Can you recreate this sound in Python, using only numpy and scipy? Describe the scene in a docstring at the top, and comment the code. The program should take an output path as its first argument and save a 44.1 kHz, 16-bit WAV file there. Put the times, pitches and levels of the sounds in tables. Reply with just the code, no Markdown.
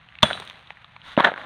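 """A hard crack, a heavy thud and a ring of steel: outdoors, a sledgehammer breaks a rock that lies
on a stone anvil, wrapped in a stiff paper sack. Chips clack and grit scatter and settle.
Then a hand grabs the sack and lifts it off: big folds buckle with hollow pops and small creases
crackle. A faint outdoor rumble lies underneath, all heard through one dull, close microphone."""
import sys
import numpy as np
from scipy import signal
from scipy.fft import rfft, irfft
from scipy.io import wavfile
from scipy.ndimage import uniform_filter1d, minimum_filter1d

SR = 44100
rng = np.random.default_rng(int(sys.argv[2]) if len(sys.argv) > 2 else 0)


def materialize(psi):
    """Save the field psi as 16-bit PCM at rate SR to the path in sys.argv[1].

    A 1-D psi becomes a single channel; in a 2-D psi each row is a channel.
    """
    bounded = np.clip(np.atleast_2d(psi).T, -1, 1)
    quanta = np.round(bounded * 32767).astype(np.int16)
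    wavfile.write(sys.argv[1], SR, quanta)


N = 63945
BLOW_S = .2295   # steel meets stone
# the tone of brushed paper: (frequency [Hz], relative level [dB])
PAPER_SURFACE = [(150, -1.5), (400, -10.5), (1100, 5), (1900, 4.5), (2500, -4), (3600, 3.5), (15000, -1)]


def from_db(db):
    """Decibels to gain."""
    return 10 ** (np.asarray(db) / 20)


def rms_one(x):
    """Scale to rms 1."""
    return x / np.sqrt(np.mean(x ** 2) + 1e-20)


def seconds():
    """The time axis."""
    return np.arange(N) / SR


def dying(start, t60):
    """Sudden attack, then 60 dB down in t60 seconds."""
    age = seconds() - start
    return (age >= 0) * from_db(-60 * np.maximum(age, 0) / t60)


def cut(x, kind, hz, order=2):
    """Butterworth low-pass or high-pass."""
    return signal.sosfilt(signal.butter(order, hz, kind, fs=SR, output="sos"), x + 1e-18)


def colour(x, spectrum):
    """Minimum-phase EQ along a (Hz, dB) curve; white noise keeps its power."""
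    size = 4096
    hz, db = np.transpose(spectrum)
    bin_hz = np.arange(size // 2 + 1) * SR / size
    gain = rms_one(from_db(np.interp(np.log(bin_hz + 1), np.log(hz), db)))
    cepstrum = irfft(np.log(gain))
    cepstrum[1:size // 2] *= 2   # folded forward, so nothing rings ahead of an attack
    cepstrum[size // 2 + 1:] = 0
    return signal.fftconvolve(x, irfft(np.exp(rfft(cepstrum))))[:N]


def noise(spectrum):
    """Steady coloured noise, rms 1."""
    return rms_one(colour(rng.standard_normal(N), spectrum))


def burst(start, t60, spectrum):
    """A dying burst of coloured noise, starting near rms 1."""
    envelope = dying(start, t60)
    coloured = colour(rng.standard_normal(N) * envelope, spectrum)
    return rms_one(coloured) * np.sqrt(np.mean(envelope ** 2))


def grains(per_s, spread_db):
    """Random clicks of uneven size, rms 1."""
    sizes = from_db(spread_db * np.minimum(rng.exponential(1, N), 4))
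    signs = rng.choice([-1, 1], N)
    return rms_one(sizes * signs * (rng.random(N) < per_s / SR))


def pitched_grains(per_s, spread_db, low_hz, high_hz, q, count=12):
    """Random clicks, each ringing briefly at one of a spread of pitches; rms 1."""
    bands = (signal.lfilter(*signal.iirpeak(hz, q, fs=SR), grains(per_s / count, spread_db) + 1e-18)
             for hz in np.geomspace(low_hz, high_hz, count))
    return rms_one(sum(bands))


def knock(start, t60, hz, q, unpitched, scatter=0.6):
    """A click and its dying after-clicks through one broad resonance, duller when low."""
    envelope = dying(start, t60)
    push = scatter * rms_one(rng.standard_normal(N) * envelope) / np.sqrt(N)
    push[int(start * SR)] += 1
    push = cut(push, "low", min(4.8 * hz, .45 * SR))   # the contact carries little far above its pitch
    pitched = signal.lfilter(*signal.iirpeak(hz, q, fs=SR), push)
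    return (pitched + unpitched * push) * np.sqrt(np.sum(envelope ** 2) / np.sum(pitched ** 2))


def ring(start, modes, radiation_hz=93):
    """Struck modes, each a dying sine, of a body too small to radiate deep bass."""
    age = seconds() - start
    tones = sum(from_db(db) * dying(start, t60) * np.sin(2 * np.pi * hz * age) for hz, db, t60 in modes)
    return cut(tones, "high", radiation_hz)


def air():
    """The bed: faint outdoor rumble and hiss, made slightly grainy by a fast flutter in level."""
    # the tone of the open air: (frequency [Hz], relative level [dB])
    air_tone = [(25, -13.5), (70, 10.5), (145, 10.5), (340, -14.5), (490, -10.5), (800, 1.5), (2000, 1.5),
                (3700, -5), (15000, -9.5)]
    flutter = rms_one(uniform_filter1d(rng.standard_normal(N), size=300))
    return from_db(-59 + 2.15 * flutter) * noise(air_tone)


def debris():
    """Single chips clack and splinters snap over a dying shower of grit."""
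    # chips landing and small stones knocking: (time [s], relative level [dB], pitch [Hz])
    chips = [(.088, -39.5, 2900), (0.124, -41, 1900), (.154, -35, 2200), (0.1876, -29.5, 2530),
             (.255, -21, 1690), (0.3034, -19.5, 1550), (0.3096, -19, 644), (.3098, -18.5, 1430),
             (0.3313, -16.5, 3520), (0.352, -31, 617), (0.3752, -28.5, 1420), (.3995, -28, 427),
             (0.4217, -31.5, 1080), (0.4753, -30, 3500), (0.499, -27, 3340), (0.51, -34.5, 1800),
             (.673, -38.5, 3600), (.7052, -28.5, 2190), (0.7055, -31.5, 880), (.7715, -38, 1910),
             (0.8451, -38, 3600), (0.845, -39, 1240), (0.9641, -34.5, 970), (0.9646, -35, 2200),
             (1.017, -38, 3130)]
    # the tone of chips and grit: (frequency [Hz], relative level [dB])
    chip_tone = [(150, -19), (650, 6), (15000, 1)]
    # the rock splits, splinters land, fragments collide in the sack: (time [s], relative level [dB])
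    snap_hits = [(0.2297, 4.5), (0.4, -16.5), (.451, -28), (0.4774, -27), (0.499, -26.5), (1.2046, -16.5),
                 (1.2452, -14), (1.2517, -17.5)]
    clacks = sum(from_db(db) * knock(s, t60=.016, hz=hz, q=4.2, unpitched=0.06) for s, db, hz in chips)
    grit = from_db(-41) * dying(BLOW_S, t60=1.46) * grains(per_s=900, spread_db=4.5)
    snap_envelope = sum(from_db(db) * dying(s, t60=0.007) for s, db in snap_hits)
    snaps = cut(snap_envelope * rng.standard_normal(N), "high", hz=4700, order=4)
    return colour(from_db(-10) * clacks + grit, chip_tone) + snaps


def sack_brush():
    """The paper slides under the hand in soft, flat-topped swells of fine friction clicks."""
    # slides: (centre time [s], half length [s], level [dB])
    slides = [(1.098, 0.056, -43.5), (1.42, 0.062, -51)]
    swells = sum(from_db(db) * np.exp(-((seconds() - s) / half) ** 4) for s, half, db in slides)
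    return colour(swells * grains(per_s=9000, spread_db=3), PAPER_SURFACE)


def sack_pops():
    """The gripped sack buckles and fragments knock inside; big, low folds are the most damped."""
    # buckles and knocks: (time [s], relative level [dB], pitch [Hz], t60 [s])
    buckles = [(1.1676, -25, 2930, 0.05), (1.1768, -3, 574, 0.014), (1.177, -9, 216, 0.03),
               (1.1865, -20, 1400, 0.012), (1.1993, -6, 980, 0.022), (1.2048, -4, 1090, 0.012),
               (1.2046, -14, 3580, 0.0073), (1.2255, -18, 1540, .012), (1.245, -10, 1580, 0.071),
               (1.2478, -1.5, 1626, 0.019), (1.247, -8, 3540, 0.035), (1.2518, -2.5, 1730, 0.014),
               (1.270, -17.5, 650, 0.048), (1.2875, -17.5, 750, 0.033), (1.318, -27.5, 610, 0.1),
               (1.3395, -21, 1550, 0.018), (1.361, -24.5, 1430, 0.015), (1.378, -23, 1690, 0.028),
               (1.415, -28, 1760, 0.026)]
    # the tone of the pops: (frequency [Hz], relative level [dB])
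    pop_tone = [(50, -20.5), (170, 6), (1900, 0), (3600, -4), (15000, -4)]
    top_q, damped_below_hz = 9.9, 1070
    pops = sum(from_db(db) * knock(s, t60, hz, q=top_q * hz / (hz + damped_below_hz), unpitched=0.085)
               for s, db, hz, t60 in buckles)
    return from_db(-14) * colour(pops, pop_tone)


def sack_crumple():
    """Masses of small creases crackle through the sack's hollow body."""
    # the crumpling envelope: (time [s], level [dB])
    crumple = [(1.175, -40), (1.183, -31), (1.206, -29), (1.212, -35), (1.236, -37), (1.242, -24.5),
               (1.279, -29.5), (1.302, -41.5), (1.353, -55), (1.381, -46), (1.45, -50.5)]
    # the hollow body when moved hard: (frequency [Hz], relative level [dB])
    hollow_tone = [(50, -29), (170, 2), (400, -4), (600, 6.5), (1700, 4.5), (2500, -9.5), (3500, -6),
                   (5000, -14), (15000, -14)]
    envelope = from_db(np.interp(seconds(), *np.transpose(crumple), left=-np.inf))
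    creases = pitched_grains(per_s=6600, spread_db=3.5, low_hz=227, high_hz=12800, q=2.05)
    return colour(envelope * creases, hollow_tone)


def hammer_ring():
    """The steel head rings from the blow; then a chip tings off its side and wakes a single mode."""
    # the head's modes, the lowest pair beating: (frequency [Hz], level [dB], t60 [s])
    steel_modes = [(3413, -30.5, .3), (3445, -35, .24), (3919, -42, .19), (7203, -33, .42),
                   (8893, -27.5, .5)]
    ting = from_db(4) * ring(start=.3312, modes=[steel_modes[2]])
    return ring(BLOW_S, steel_modes) + ting


def hammer_blow():
    """The head squashes the paper and cracks on the rock, which breaks with a double thud."""
    # the crack of steel on stone: (frequency [Hz], relative level [dB])
    crack_tone = [(500, -17), (2500, -10.5), (3450, 7), (4200, -9), (6500, 3.5), (15500, -25)]
    # the rock gives way, then its halves hit the anvil: (time [s], level [dB])
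    breaks = [(.2308, -12.5), (.2402, -24.5)]
    # the crunch of breaking rock: (frequency [Hz], relative level [dB])
    crush_tone = [(35, -14.5), (130, 1), (230, -3.5), (370, -8), (550, 4.5), (1400, 1), (2200, -11),
                  (15000, -30.5)]
    # the modes of rock and anvil: (frequency [Hz], level [dB], t60 [s])
    stone_modes = [(82, -27.5, 0.092), (140.3, -23, 0.069), (216, -15.5, 0.04), (625.6, -12, 0.035),
                   (934, -21.5, 0.057), (1297, -18.5, 0.024)]
    # the blow scattered back by the yard: (frequency [Hz], relative level [dB])
    yard_tone = [(35, -27), (90, 1.5), (200, 3.5), (400, -3.5), (1500, 2), (2500, -5), (3600, -1),
                 (15500, -0.5)]
    t, break_s, squash_s = seconds(), breaks[0][0], .0058
    squash = from_db(-27) * noise(PAPER_SURFACE) * (t > BLOW_S - squash_s) * (t < BLOW_S)
    crack = from_db(-5) * burst(BLOW_S, t60=0.029, spectrum=crack_tone)
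    crush = sum(from_db(db) * burst(s, t60=.03, spectrum=crush_tone) for s, db in breaks)
    tail = from_db(-29.5) * burst(break_s, t60=0.75, spectrum=yard_tone)
    return squash + crack + crush + ring(break_s, stone_modes) + tail


def scene():
    """The blow, the debris, the sack and the air, mixed in mono."""
    smash = hammer_blow() + hammer_ring() + debris()
    sack = sack_brush() + sack_pops() + sack_crumple()
    return (smash + sack + air())[None]


def record(dry):
    """A dull microphone; a very fast limiter flattens the loudest peaks; the top is cut."""
    # the microphone, dull above 4 kHz: (frequency [Hz], relative gain [dB])
    microphone_tone = [(3850, 1.5), (5100, -22), (6400, -19), (7700, -29), (8900, -19.5), (11000, -35),
                       (15500, -35)]
    ceiling, limiter_samples, stopband_hz = 1, 17, 16800
    heard = colour(dry[0], microphone_tone)
    gain = np.minimum(1, ceiling / (np.abs(heard) + 1e-9))
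    held_gain = minimum_filter1d(gain, limiter_samples)
    limited = heard * uniform_filter1d(held_gain, limiter_samples)
    top_cut = signal.cheby2(12, 70, stopband_hz, fs=SR, output="sos")
    return signal.sosfilt(top_cut, limited)[None]


dry = scene()
out = record(dry)
materialize(out)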